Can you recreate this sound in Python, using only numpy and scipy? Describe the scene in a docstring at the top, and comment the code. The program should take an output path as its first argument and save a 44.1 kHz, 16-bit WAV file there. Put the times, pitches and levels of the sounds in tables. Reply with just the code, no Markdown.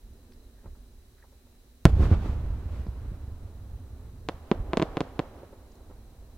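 """Fireworks over open country at night

One heavy shell overloads the recorder and rolls round the land, then a string of small salutes cracks.
Each is a damped pressure swing that arrives straight, glances off something near and bounces off the ground.
Shaped noise gives the scatter from trees and land. Far mortars thud, far pops and dull late echoes of the
salutes follow the same blast law, small ticks sound close by, and a low rumble, a murk of far echoes,
faint hiss and whine lie beneath."""
import sys
import numpy as np
from scipy import signal
from scipy.fft import rfft, irfft
from scipy.io import wavfile
from scipy.ndimage import uniform_filter1d, map_coordinates

SR = 44100
rng = np.random.default_rng(int(sys.argv[2]) if len(sys.argv) > 2 else 0)


def unload_wav(signal):
    """Save mono or channel-first audio to the path in sys.argv[1] as 16-bit WAV at rate SR, clipped to [-1, 1]."""
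    wavfile.write(
        sys.argv[1],
        SR,
        np.round(np.clip(np.atleast_2d(signal).T, -1, 1) * 32767).astype(np.int16),
    )


N = 280917
TIME = np.arange(N) / SR

# spectrum of the murk of far echoes: (frequency [Hz], relative density [dB])
TOWN_COLOUR = [(60, 6.5), (160, -10), (240, 8), (310, -4.5), (365, 0.5), (480, -6), (650, -10.5),
               (1100, -18.5), (1400, -22), (1800, -20), (2300, -40), (6000, -38)]
# murk of far echoes: (time [s], level [dB])
TOWN_LEVEL = [(0, -61), (.3, -57), (.7, -58), (1.1, -62.5), (1.8, -63), (4.2, -57.5), (6.37, -59)]
# recorder hiss spectrum: (frequency [Hz], relative density [dB])
HISS_COLOUR = [(100, 9), (3500, 0.5), (3950, 7), (4400, 1.5), (6000, 0), (14000, -0.5), (16000, -2.5)]
# faint electrical whine: (frequency [Hz], rms level [dB])
WHINE = [(4000, -84.5), (6002, -88), (10002, -89)]
# bass spectra of the heavy shell and of distant shells: (frequency [Hz], relative density [dB])
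BOOM_COLOUR = [(12, -6), (25, -8), (50, 1), (80, 2), (110, -6.5), (150, -18), (250, -24.5), (600, -70)]
FAR_COLOUR = [(12, -30), (22, 2.5), (52, 3), (85, -3.5), (125, -13.5), (170, -24), (250, -38), (600, -64)]
# bass swells of distant shells and mortars: (start [s], level before build-up [dB], fall [dB/s])
FAR_BOOMS = [(.03, -44, 60), (.36, -49, 30), (0.646, -40, 57), (.89, -49, 79), (3.57, -39, 71),
             (4.55, -31.5, 37), (5.86, -49, 4)]
# dry ticks and faint swishes close by: (centre [s], level [dB], frequency [Hz], band width [Hz], 1/e length [s])
TICKS = [(0.322, -62, 3010, 3500, 0.0036), (0.335, -66, 4700, 1500, 0.004), (0.426, -73, 4030, 120, 0.041),
         (.60, -76, 1730, 300, 0.05), (1.199, -70, 1586, 800, 0.026), (1.228, -58.5, 1800, 500, 0.0044),
         (2.869, -63, 4550, 1500, 0.0048), (2.89, -73, 4600, 900, .012), (5.72, -67, 5870, 3004, 0.0054),
         (5.756, -65, 5600, 2516, .003)]
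# mortar launches, far pops and dull late echoes of the salutes:
# (time [s], level before air filter [dB], blast pitch [Hz], air cut-off [Hz])
THUDS = [(.642, -42, 201, 1000), (0.6579, -34.5, 131, 1000), (0.674, -35.5, 45, 120),
         (.750, -46, 1100, 1000), (1.238, -41.5, 796, 900), (1.324, -45, 400, 800),
         (1.468, -47.5, 400, 800), (4.597, -18, 69, 121), (5.432, -29.5, 447, 600), (5.528, -29, 446, 520),
         (5.806, -43, 454, 900), (5.899, -39, 297.5, 900), (5.909, -35, 250, 752), (6.225, -41.5, 400, 595)]
# salutes: (time [s], level before air filter [dB], blast pitch [Hz], air cut-off [Hz],
#           ground delay [ms], ground level before low-pass [dB], damping [0-1])
SALUTES = [(4.2877, -8.5, 444, 4360, 6.53, 1.5, .95), (4.5150, -5, 252, 3100, 4.93, -2.5, 0.44),
           (4.7335, -5, 406, 2520, 5.74, 0, 0.98), (4.7720, -6.5, 280, 5600, 4.4, 1.5, 0.67),
           (4.7979, -9, 250, 2720, 5.8, -1.5, 0.93), (4.8181, -11.5, 390, 2700, 5.67, -6, 0.29),
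           (4.8245, -7, 245, 4330, 5.7, 0, 0.7), (4.9703, -9, 266, 3060, 6.6, 1, 1),
           (5.0064, -10, 258, 4800, 6.7, 3, 0.7), (5.1928, -8, 230, 3500, 6.55, 1.5, 0.93)]
# answer of close ground, nearer bushes and far land: (level before build-up [dB], fall [dB/s])
LAND_DECAY = [(-31, 1400), (-46, 145), (-69.5, 6.5)]
# heavy shell off large faces of the land:
# (time [s], level before air filter [dB], blast pitch [Hz], air cut-off [Hz])
SLAPS = [(1.872, -11, 117.3, 227), (1.9676, -14.5, 82, 160), (1.995, -10, 71.5, 220),
         (2.006, -14.5, 71, 500), (2.022, -11.5, 62, 400), (2.055, -23.5, 202, 2500),
         (2.1141, -6.5, 78, 377), (2.1236, -8, 72, 240), (2.295, -16, 70, 200), (2.657, -19.5, 58.3, 147),
         (2.795, -21.5, 61.3, 149), (2.867, -27, 193, 900), (2.885, -20, 59, 150),
         (3.117, -24.5, 80.6, 200), (3.278, -27, 64.4, 199)]
# heavy shell off tree lines: (time [s], 1/e length [s], roar of trunks [dB], hiss of leaves [dB])
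TREE_ECHOES = [(1.892, 0.018, -37, -48), (2.038, 0.048, -35, -46), (2.13, 0.031, -33.5, -57),
               (2.267, 0.071, -45, -51), (2.76, 0.09, -72, -54), (3.037, 0.16, -58, -63),
               (4.05, .09, -59.5, -72)]
# near land then far land, for the bass and for the roll: (level before build-up [dB], fall [dB/s])
BOOM_DECAY = [(-21.5, 18), (-31.5, 5.5)]
ROLL_DECAY = [(-34.5, 24.6), (-47.5, 5.45)]
# spectrum of the heavy shell's roll: (frequency [Hz], relative density [dB])
ROLL_COLOUR = [(60, 4), (150, 3.5), (260, 8), (400, 4), (750, -2.5), (1200, -6), (2000, -14.5),
               (4000, -21.5), (8000, -34), (16000, -74)]
# further scatter spectra: (frequency [Hz], relative density [dB])
THUD_TAIL_COLOUR = [(100, -4.0), (2000, 14), (8000, -20.0)]
LAND_COLOUR = [(60, -7), (160, 1), (350, 3), (620, 5.5), (1050, 3.5), (1800, -2), (4000, -1.5), (12000, 0)]
SALUTE_LEAF_COLOUR = [(700, 0), (2500, -14), (6000, 3), (9500, 5), (14000, -3)]
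NEAR_COLOUR = [(150, -2), (500, 12.5), (2000, -4), (6000, -20.5), (15000, -32)]
TREE_BODY_COLOUR = [(50, -7), (110, 8), (190, 5), (300, -14), (600, -38), (2000, -84)]
SHELL_LEAF_COLOUR = [(300, 5), (1000, -0.5), (2000, -4), (5000, -13.0), (9000, -17.5), (15000, -25)]

SHELL_S = 1.8540  # burst of the heavy shell
BOOM_BUILD_S, ROLL_BUILD_S = 0.045, 0.12
FAR_BUILD_S, FAR_FLOOR_DB = 0.0097, -56
# a belt of trees returns each salute once more
BELT_DELAY_S, BELT_SPREAD_S, BELT_DB = 0.2, 0.11, -56.5
SALUTE_LAG_S = 0.000014  # the salutes burst to the left, so the right port hears them this much later
TOP_HZ = 15800  # upper edge of the recorder's band


def undb(db):
    """Level: an amplitude ratio is ten to the power of decibels over twenty."""
    return 10 ** (np.asarray(db) / 20)


def curve(rows):
    """Envelope: gain follows straight lines in decibels between (time, level) points."""
    return undb(np.interp(TIME, *np.transpose(rows)))


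def lowpass(x, hz, order=2):
    """Absorption: a causal Butterworth filter weakens what lies above its cut-off."""
    cutoff = min(hz, SR / 2 - 100)
    return signal.sosfilt(signal.butter(order, cutoff, fs=SR, output="sos"), x)


def delay(x, s):
    """Propagation delay: the same wave arrives s seconds later on the full time line."""
    silence = np.zeros(max(int(round(s * SR)), 0))
    return np.concatenate([silence, x, np.zeros(N)])[:N]


def noise(colour, wide_hz):
    """Diffuse field: shaped stereo noise of rms 1 whose ports agree well below wide_hz."""
    f = np.arange(N // 2 + 1) * SR / N + 1e-3  # offset avoids log(0)
    hz, db = np.transpose(colour)
    spectrum = undb(np.interp(np.log(f), np.log(hz), db))
    mid, side = rfft(rng.standard_normal((2, N))) * spectrum
    width = np.tanh(f / wide_hz)
    ports = np.array([mid + width * side, mid - width * side]) / np.sqrt(1 + width ** 2)
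    x = irfft(ports, N)
    return x / x.std()


def patches(rate, spread_db):
    """Uneven scattering: reflectors return sound in clumps, here rate random gains a second, of rms 1."""
    knots = np.arange(0, TIME[-1], 1 / rate)
    wander = np.interp(TIME, knots, rng.standard_normal(len(knots)))
    gain = undb(spread_db * wander)
    return gain / np.sqrt(np.mean(gain ** 2))


def even(x):
    """Power normalization: dividing by the running rms flattens slow chance swells."""
    power = uniform_filter1d(np.mean(x ** 2, axis=0), size=SR // 8)
    return x / np.sqrt(power)


def decay(start, stages, build_s):
    """Reverberation: echo power builds after start and falls as a sum of exponential stages."""
    age = np.maximum(TIME - start, 0)
    power = sum(undb(db - fall * age) ** 2 for db, fall in stages)
    return np.sqrt(power) * (1 - np.exp(-age / build_s))


def swell(s, length, db):
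    """Distributed reflection: a spread-out reflector gives a bell-shaped gain, strongest at s."""
    return undb(db) * np.exp(-((TIME - s) / length) ** 2)


def air(x, start, loss_db):
    """Air absorption: treble falls by loss_db per kHz for each second travelled since start."""
    f, t, z = signal.stft(x, SR, nperseg=256)
    loss = loss_db * np.outer(f / 1000, np.maximum(t - start, 0))
    return signal.istft(z * undb(-loss), SR)[1][:, :N]


def blast(db, hz, air_hz, damping):
    """Damped oscillation: a shock front swings from overpressure to suction; air rounds the front."""
    phase = 2 * np.pi * hz * TIME[:SR // 8]
    d = min(damping, .95)
    swing = np.sqrt(1 - d * d)
    wave = np.exp(-d * phase) * (np.cos(swing * phase) - d / swing * np.sin(swing * phase))
    return undb(db) * lowpass(wave, air_hz)


def burst(s, db, hz, air_hz, ground_ms, ground_db, damping, ground_hz):
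    """Multipath: the direct blast, a weak glance off something near, and a duller ground bounce add."""
    wave = blast(db, hz, air_hz, damping)
    glance = delay(undb(-14.5) * lowpass(wave, 3100), s + 0.00271)
    ground = delay(undb(ground_db) * lowpass(wave, ground_hz, order=1), s + ground_ms / 1000)
    arrivals = delay(wave, s) + glance + ground
    # a surface right by the microphone doubles each front, which hollows the sound near 2 kHz
    return 0.88 * arrivals + 0.26 * delay(arrivals, 0.00027)


def town():
    """Diffuse background: many far echoes merge into uneven coloured noise."""
    return noise(TOWN_COLOUR, wide_hz=2980) * curve(TOWN_LEVEL) * patches(15, spread_db=1.0)


def rumble():
    """Low-frequency propagation: bass carries furthest, so the shell's boom and distant shells roll on."""
    boom = even(noise(BOOM_COLOUR, wide_hz=3950)) * patches(18, spread_db=2.5)
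    boom = boom * decay(SHELL_S, BOOM_DECAY, BOOM_BUILD_S)
    swells = sum(decay(s, [(db, fall)], FAR_BUILD_S) ** 2 for s, db, fall in FAR_BOOMS)
    far_power = undb(FAR_FLOOR_DB) ** 2 + swells
    far = even(noise(FAR_COLOUR, wide_hz=4000)) * np.sqrt(far_power)
    return boom + far


def ticks():
    """Amplitude modulation: low noise on a carrier makes a narrow band, in a short bell-shaped swell."""
    t = TIME[:SR // 5]
    centre = t.mean()
    out = 0
    for s, db, hz, width_hz, length in TICKS:
        band = lowpass(rng.standard_normal(len(t)), width_hz / 2)
        grain = band * np.cos(2 * np.pi * hz * t)
        envelope = np.exp(-((t - centre) / length) ** 2)
        out = out + delay(undb(db) * grain / grain.std() * envelope, s - centre)
    return out


def far_thuds():
    """Scattering by convolution: each launch, far pop or late salute echo excites a short noisy tail."""
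    thuds = sum(delay(blast(db, hz, air_hz, damping=0.37), s) for s, db, hz, air_hz in THUDS)
    tail = noise(THUD_TAIL_COLOUR, wide_hz=4000) * undb(-27.5) * np.exp(-TIME / 0.014)
    return thuds + signal.fftconvolve(thuds[None], tail[:, :SR // 2], axes=1)[:, :N]


def salutes():
    """Impulse response: small shells crack, and each blast excites a grainy land tail and a leaf sizzle."""
    left = sum(burst(*row, ground_hz=710) for row in SALUTES)
    right = map_coordinates(left, [(TIME - SALUTE_LAG_S) * SR], mode="nearest")
    # the land is struck by the bare blast wave
    waves = sum(delay(blast(db, hz, air_hz, damping), s) for s, db, hz, air_hz, _, _, damping in SALUTES)
    belt = swell(BELT_DELAY_S, BELT_SPREAD_S, BELT_DB)
    answer = np.hypot(decay(0, LAND_DECAY, build_s=0.000093), belt)
    land = noise(LAND_COLOUR, wide_hz=2330) * patches(400, spread_db=1.0) * answer
    land = air(land, 0, loss_db=0.5)
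    leaves = noise(SALUTE_LEAF_COLOUR, wide_hz=1500) * undb(-41.5) * np.exp(-TIME / 0.026)
    response = land + leaves * patches(520, spread_db=6)
    return np.array([left, right]) + signal.fftconvolve(waves[None], response, axes=1)[:, :N]


def heavy_shell():
    """Blast and reverberation: a big report, near scatter, discrete slaps and a roll that grows dull."""
    age = np.maximum(TIME - SHELL_S, 0)
    report = burst(SHELL_S, db=5.0, hz=81, air_hz=13900, ground_ms=5.74, ground_db=-4,
                   damping=0.31, ground_hz=370)
    near = noise(NEAR_COLOUR, wide_hz=2930) * undb(-17.0) * np.exp(-age / 0.0085)
    slaps = sum(delay(blast(db, hz, air_hz, damping=0.21), s) for s, db, hz, air_hz in SLAPS)
    trunk_gain = sum(swell(s, length, db) for s, length, db, _ in TREE_ECHOES)
    leaf_gain = sum(swell(s, length, db) for s, length, _, db in TREE_ECHOES)
    scatter = noise(ROLL_COLOUR, wide_hz=2500) * patches(130, spread_db=1.0)
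    roll = scatter * np.hypot(decay(SHELL_S, ROLL_DECAY, ROLL_BUILD_S), trunk_gain)
    # each tree line also throws back the deep body of the blast
    body = noise(TREE_BODY_COLOUR, wide_hz=2500) * undb(1.0) * trunk_gain
    # leaves and twigs send back mostly the sharp front, so these echoes hiss
    leaves = noise(SHELL_LEAF_COLOUR, wide_hz=2100) * leaf_gain
    echoes = near + body + air(roll + leaves, SHELL_S, loss_db=0.53)
    return report + slaps + (TIME > SHELL_S) * echoes


def scene():
    """Superposition: the pressures of the background and all the reports add."""
    return town() + rumble() + ticks() + far_thuds() + salutes() + heavy_shell()


def record(dry):
    """Transduction: unequal ports, then added hiss and whine, clipping, and a limited band."""
    bass = 0.11 * lowpass(dry, 2500, order=1)
    left = dry[0] - bass[0]
    # an all-pass filter makes the right port three quarters of a sample later
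    right = signal.lfilter([.15, 1], [1, .15], dry[1] + bass[1])
    hiss = undb(-66.0) * noise(HISS_COLOUR, wide_hz=100)
    whine = sum(undb(db) * np.sqrt(2) * np.sin(2 * np.pi * hz * TIME) for hz, db in WHINE)
    clipped = np.clip(np.array([left, right]) + hiss + whine, -.99, .99)
    return signal.sosfilt(signal.ellip(8, .1, 70, TOP_HZ, fs=SR, output="sos"), clipped)


dry = scene()
out = record(dry)
unload_wav(out)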